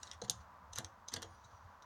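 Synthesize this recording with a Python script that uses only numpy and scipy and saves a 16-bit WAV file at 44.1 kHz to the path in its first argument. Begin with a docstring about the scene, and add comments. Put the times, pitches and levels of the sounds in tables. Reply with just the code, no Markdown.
"""Inside a wooden box, a pigeon steps about on newspaper, heard from close by.
Claws and beak tick on the paper by impact and scrape it by stick-slip friction. Footfalls excite
the modes of the floor board, the box booms softly as the weight shifts, and the walls add a short ring.
Feathers rub as the bird lifts its head. Behind it lie a faint wavering hum and the rush of the room."""
import sys
import numpy as np
from scipy import signal
from scipy.fft import rfft, irfft
from scipy.io import wavfile
from scipy.ndimage import uniform_filter1d

SR = 44100
rng = np.random.default_rng(int(sys.argv[2]) if len(sys.argv) > 2 else 0)


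def master_out(mix):
    """Clip the mix to full scale and print it as 16-bit PCM to the path in sys.argv[1]."""
    frames = np.transpose(np.atleast_2d(mix))
    ceiling = np.clip(frames, -1, 1)
    pcm = np.round(ceiling * 32767).astype(np.int16)
    wavfile.write(sys.argv[1], SR, pcm)


N = 81585
TIME = np.arange(N) / SR


def undb(db):
    """Decibels to amplitude ratio."""
    return 10 ** (np.asarray(db) / 20)


def unit(x):
    """Normalisation to an rms of 1."""
    return x / np.sqrt(np.mean(x ** 2))


def add(out, at_s, x):
    """Superposition of a sound at a given time."""
    i = int(at_s * SR)
    out[i:i + len(x)] += x[:max(N - i, 0)]


def through(x, response):
    """Convolution with an impulse response."""
    return signal.fftconvolve(x, response)[:len(x)]


def colour(points, tilt_db=0, size=512, treble_hz=5400):
    """Minimum-phase response of unit energy with the given spectrum, its treble tilted per octave."""
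    hz, db = np.array(points).T
    octave = np.log2(np.maximum(np.fft.rfftfreq(size, 1 / SR), 1))
    tilt = tilt_db * np.maximum(octave - np.log2(treble_hz), 0)
    cepstrum = irfft(np.log(undb(np.interp(octave, np.log2(hz), db) + tilt)))
    cepstrum[1:size // 2] *= 2
    cepstrum[size // 2 + 1:] = 0
    response = irfft(np.exp(rfft(cepstrum)))
    return response / np.linalg.norm(response)


def tail(t60_s, damp_hz, delay_s=0):
    """Diffuse decay: dense reflections of unit energy, duller above the damping frequency."""
    decay = rng.standard_normal(N) * np.exp(-np.log(1000) * TIME / t60_s) * (TIME >= delay_s)
    response = signal.sosfilt(signal.butter(2, damp_hz, fs=SR, output="sos"), decay)
    return response / np.linalg.norm(response)


def swell(at_s, rise_s, fall_s):
    """Exponential growth to 1 and decay, each with its time constant."""
    t = TIME - at_s
    return np.exp(-np.maximum(-t / rise_s, t / fall_s))


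def wander(rate_hz):
    """Slow random fluctuation: smoothed noise with an rms of 1."""
    span = int(SR / rate_hz)
    smoothed = uniform_filter1d(rng.standard_normal(N), span, mode="wrap")
    return unit(uniform_filter1d(smoothed, span, mode="wrap"))


# Spectrum of the room's rush. Each row: frequency in Hz, relative level in dB.
AIR_SPECTRUM = [(25, -34.5), (38, -16.5), (50, -1.5), (80, 0.5), (130, -7.5), (200, -2.5), (350, -15),
                (550, -5), (800, -0.5), (1000, 4.5), (1500, -3.5), (2400, -20), (4000, -24.5),
                (6500, -26.5), (8500, -36), (14000, -35.5), (17000, -30)]
# Bands of the hum. Each row: centre in Hz, width in Hz, level in dB.
HUM_BANDS = [(85.2, 31, -72.5), (981, 45, -72.5), (1157, 30, -75)]

def background(air_db=-61, flicker_db=.5):
    """Broadband noise is heard as a rush of air, narrowband noise as a wavering hum."""
    air = through(rng.standard_normal(N), colour(AIR_SPECTRUM, size=4096))
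    air *= undb(air_db + flicker_db * wander(18))
    freqs = np.fft.rfftfreq(N, 1 / SR)
    for hz, width_hz, db in HUM_BANDS:
        band = rfft(rng.standard_normal(N)) / (1 + (2 * (freqs - hz) / width_hz) ** 2)
        air += undb(db) * unit(irfft(band, N))
    return air


# Spectra of the paper, for scrapes and ticks: the touched spot, then the flexing sheet.
# Each row: frequency in Hz, relative level in dB.
SPOT_SPECTRUM = [(200, -24.5), (1000, -22), (1800, -27), (2400, -24), (3100, -11), (3900, 0), (4900, -10),
                 (6100, 1.5), (6900, -4), (7800, -15.5), (8800, -11.5), (11000, -21), (14500, -29),
                 (15800, -51.5)]
FLEX_SPECTRUM = [(100, -9.5), (300, -6.5), (750, -5.5), (1300, 0.5), (1950, 3), (2400, -9), (3200, 4),
                 (4300, -1.5), (7000, -8.5), (16000, -46.5)]
# Claw drags. Each row: peak time, rise and fall in seconds, level in dB, relative flexing in dB.
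CLAW_DRAGS = [(0.0321, 0.0015, 0.0026, -41.5, -9.5), (.058, 0.09, 0.062, -71, 5.5),
              (.136, 0.017, 0.0095, -64, 5.5), (0.2214, 0.0026, 0.0015, -43.5, -3.5),
              (0.249, 0.0079, 0.0046, -53, -1.5), (0.284, 0.004, 0.0064, -60.5, 3),
              (0.309, .003, .004, -61, 9.5), (0.736, 0.0039, 0.0016, -48, -29),
              (.7600, 0.0036, .006, -45.5, -9.5), (0.783, 0.0052, 0.0066, -44, 2.5),
              (0.8465, 0.00066, 0.0021, -47, -19), (1.0852, 0.0026, 0.0055, -42.5, -13.5),
              (1.122, 0.0032, 0.0057, -58.5, 6.5), (1.14, 0.0046, 0.004, -44, 3),
              (1.163, 0.0009, 0.0061, -48.5, 9), (1.2291, 0.0045, 0.0022, -58.5, 14),
              (1.250, 0.011, .010, -82, 17.5), (1.447, 0.0052, 0.01, -62, -28),
              (1.825, 0.0026, 0.0085, -63.5, -9)]

def scrapes(slips_per_s=3200, spread_db=3.5, crease_db=2):
    """Stick-slip friction: a dragged claw makes tiny clicks that ring the spot and flex the sheet."""
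    out = np.zeros(N)
    spot, sheet = colour(SPOT_SPECTRUM, tilt_db=-5), colour(FLEX_SPECTRUM)
    for at_s, rise_s, fall_s, db, flex_db in CLAW_DRAGS:
        pressure = undb(db) * swell(at_s, rise_s, fall_s)
        slips = (rng.random(N) < slips_per_s / SR) * rng.choice([-1, 1], N)
        slips = slips * undb(spread_db * rng.standard_normal(N))
        crease_ring = undb(crease_db) * tail(t60_s=.0072, damp_hz=15200)[:SR // 20]
        drag = pressure * (slips + through(slips, crease_ring))
        rasp = unit(through(drag, spot)) + undb(flex_db) * unit(through(drag, sheet))
        out += np.sqrt(np.mean(pressure ** 2)) * rasp
    return out


# Booms of the box. Each row: peak time, rise and fall in seconds, level in dB, frequency in Hz.
WEIGHT_SHIFTS = [(.625, 0.017, .012, -62, 189.3), (.410, 0.023, 0.0115, -62.5, 175),
                 (.065, 0.03, .012, -63.5, 90), (.165, 0.051, 0.032, -55.5, 87.2),
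                 (.243, 0.0091, 0.025, -61, 88.3), (.308, 0.034, 0.046, -55.5, 148),
                 (.355, .012, 0.029, -50, 101.3), (0.414, .03, 0.028, -53, 74.85),
                 (0.569, 0.013, 0.026, -64.5, 88), (0.731, 0.086, 0.03, -58, 72),
                 (.792, 0.016, 0.0082, -46.5, 100), (.848, 0.0088, 0.022, -47.5, 97.6),
                 (1.171, 0.029, 0.037, -50.5, 89.2), (1.245, .012, 0.04, -53, 96.7),
                 (1.312, 0.024, 0.043, -55, 88.2), (1.460, 0.024, 0.015, -58.5, 78.3),
                 (1.545, 0.023, 0.026, -57.5, 86.1), (1.662, 0.039, 0.013, -50.5, 81.7)]

def booms():
    """Resonance: the box swells with a low, wavering tone as the bird shifts its weight."""
    return sum(undb(db) * swell(at_s, rise_s, fall_s) * np.sin(2 * np.pi * hz * TIME + wander(58))
               for at_s, rise_s, fall_s, db, hz in WEIGHT_SHIFTS)


# Taps of claw or beak. Each row: start in seconds, level in dB, treble tilt in dB per octave,
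# relative flexing in dB.
PAPER_TAPS = [(.0715, -44.5, -13, -9.5), (0.0764, -46.5, -9, -7), (0.0975, -57, -5, 1),
              (0.1143, -34, -7, -5), (.2170, -37.5, -9, -7.5), (0.2191, -50, -28, -2.5),
              (0.2974, -28.5, -8.5, -20.5), (0.2979, -13, 2.5, -36), (.3071, -31.5, 25, -20),
              (0.734, -35.5, -5, -27), (.7587, -34, 9, -13.5), (0.7648, -41.5, 5.5, -0.5),
              (0.7856, -22, 10, -14.5), (.8010, -47, 5, -1), (.8463, -32, -3, -4.5), (1.0855, -38, 4, -17),
              (1.1393, -23.5, 8, -10), (1.164, -43, 3, -11.5), (1.1684, -45, 9, -9),
              (1.2211, -34.5, 12.5, -6.5), (1.2271, -32.5, -5, -8), (1.2312, -37.5, 7, -4),
              (1.8232, -55, -7, 2.5)]

def ticks(shiver_db=-4):
    """Impulse excitation: tapped paper snaps, shivers briefly and flexes with a duller crackle."""
    out = np.zeros(N)
    for at_s, db, tilt_db, flex_db in PAPER_TAPS:
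        snap = colour(SPOT_SPECTRUM, tilt_db)
        shiver = undb(shiver_db) * tail(t60_s=.007, damp_hz=15000, delay_s=.0004)[:SR // 20]
        shiver[0] += 1  # the impact itself
        add(out, at_s, undb(db) * signal.fftconvolve(shiver, snap / np.abs(snap).max()))
        flex = signal.fftconvolve(tail(t60_s=.01, damp_hz=9000)[:SR // 20], colour(FLEX_SPECTRUM))
        add(out, at_s, undb(db + flex_db) * flex / np.abs(flex).max())
    return out


# Modes of the floor board. Each row: frequency in Hz, relative level in dB, 60 dB decay time in seconds.
BOARD_MODES = [(101.3, -2.5, 0.15), (125, 0, 0.079), (200.4, -11.5, 0.2), (249, -11, 0.13),
               (330, -14.5, 0.26), (471, 0, 0.063), (540.6, -14.5, 0.29), (661.6, 1, 0.044),
               (677, -11, 0.052), (735.5, -9, 0.27), (850, -3, 0.082), (981, -15.5, .07), (1236, -5, .06),
               (1508, 1, 0.19), (1635, 14, .08)]
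# Footfalls. Each row: start in seconds, peak level in dB, favoured pitch in Hz, its spread in octaves.
FOOTFALLS = [(.2180, -40.5, 470, 0.14), (.2200, -45, 740, 0.4), (.2250, -50.5, 215, 0.2),
             (.2370, -48, 150, 0.58), (.2420, -51.5, 656, 0.49), (.2830, -51, 320, 0.37),
             (0.301, -46, 394, 1.2), (.3045, -50.5, 182.7, 0.88), (.7790, -49.5, 201, .7),
             (.7835, -43.5, 640, 0.73), (0.7923, -46, 182, 0.72), (.8020, -43, 593, 0.64),
             (.8300, -58, 520, 0.47), (0.8456, -57, 250, 1.3), (1.1243, -52, 273, 0.31),
             (1.1410, -40.5, 324, 1.3), (1.165, -41.5, 600, 0.83), (1.1742, -43.5, 254, 0.85),
             (1.2263, -50, 453, 0.24), (1.2440, -48.5, 430, 0.54)]

def knocks(spread_db=3, detune=.0096, pad_s=.001):
    """Modal vibration: a footfall rings the board, and each spot favours the modes near one pitch."""
    out, t = np.zeros(N), TIME[:SR // 4]
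    hz, mode_db, t60_s = np.array(BOARD_MODES).T[:, :, None]
    for at_s, db, spot_hz, octaves in FOOTFALLS:
        strength, shift, polarity = rng.standard_normal((3, len(BOARD_MODES), 1))
        spot_db = -6 * (np.log2(hz / spot_hz) / octaves) ** 2
        gain = np.sign(polarity) * undb(mode_db + spread_db * strength + spot_db)
        modes = gain * np.sin(2 * np.pi * hz * (1 + detune * shift) * t)
        ring = (modes * np.exp(-np.log(1000) * t / t60_s)).sum(axis=0)
        ring *= 1 - np.exp(-t / pad_s)  # the soft pad of the foot eases into the board
        add(out, at_s, undb(db) * ring / np.abs(ring).max())
    return out


# Rubs as the head moves. Each row: peak time, rise and fall in seconds, level in dB.
FEATHER_RUBS = [(0.413, .012, 0.013, -68), (1.305, .03, 0.24, -79.5), (1.520, 0.21, 0.15, -78)]
# Spectrum of the rubbing. Each row: frequency in Hz, relative level in dB.
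FEATHER_SPECTRUM = [(1500, -23.5), (2500, -3.5), (4000, -0.5), (4700, 0.5), (5200, -8), (5900, 3.5),
                    (6700, -2), (8000, -19.5), (9200, -13.5), (11000, -27), (16000, -18.5)]
# Squeaks within it. Each row: peak time and half length in seconds, pitch in Hz, level in dB.
FEATHER_SQUEAKS = [(1.285, .04, 6630, -73), (1.330, .04, 9220, -78), (1.365, .04, 5870, -75),
                   (1.340, .06, 4900, -78), (1.550, .05, 5890, -77)]

def feathers(octaves_per_s=-.3, jitter=.014):
    """Sliding friction: feather on feather gives a faint hiss and thin, slowly sinking squeaks."""
    pressure = sum(undb(db) * swell(at_s, rise_s, fall_s) for at_s, rise_s, fall_s, db in FEATHER_RUBS)
    out = pressure * through(rng.standard_normal(N), colour(FEATHER_SPECTRUM))
    for at_s, half_s, hz, db in FEATHER_SQUEAKS:
        t = TIME - at_s
        pitch = hz * 2 ** (octaves_per_s * t) * (1 + jitter * wander(500))
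        envelope = undb(db + 2 * wander(99)) * np.exp(-(t / half_s) ** 2)
        out += envelope * np.sin(2 * np.pi * np.cumsum(pitch) / SR)
    return out


# Spectrum that the walls reflect. Each row: frequency in Hz, relative level in dB.
WALL_SPECTRUM = [(200, 3), (1500, -1), (2400, 6.5), (3800, -2), (4900, -1), (6000, 0.5), (7400, 0.5),
                 (9000, 0.5), (16000, -5)]

def reflections(sound, response):
    """Reverberation: the walls return a decaying, coloured copy of the sound."""
    return through(through(sound, response), colour(WALL_SPECTRUM))


def scene():
    """Superposition of the sources, the quick ring of the box and the fainter room beyond."""
    paper, board = ticks() + scrapes(), knocks()
    box = undb(-13.5) * tail(t60_s=.092, damp_hz=9030, delay_s=.0014)
    room = undb(-24.5) * tail(t60_s=.25, damp_hz=7500, delay_s=.012)
    bird = paper + reflections(paper, box) + board
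    return (bird + reflections(bird, room) + feathers() + booms() + background())[None]


def record(dry):
    """Band limiting: a steep low-pass filter removes the treble above 16.8 kHz."""
    return signal.sosfilt(signal.ellip(10, .2, 70, 16800, fs=SR, output="sos"), dry)


dry = scene()
out = record(dry)
master_out(out)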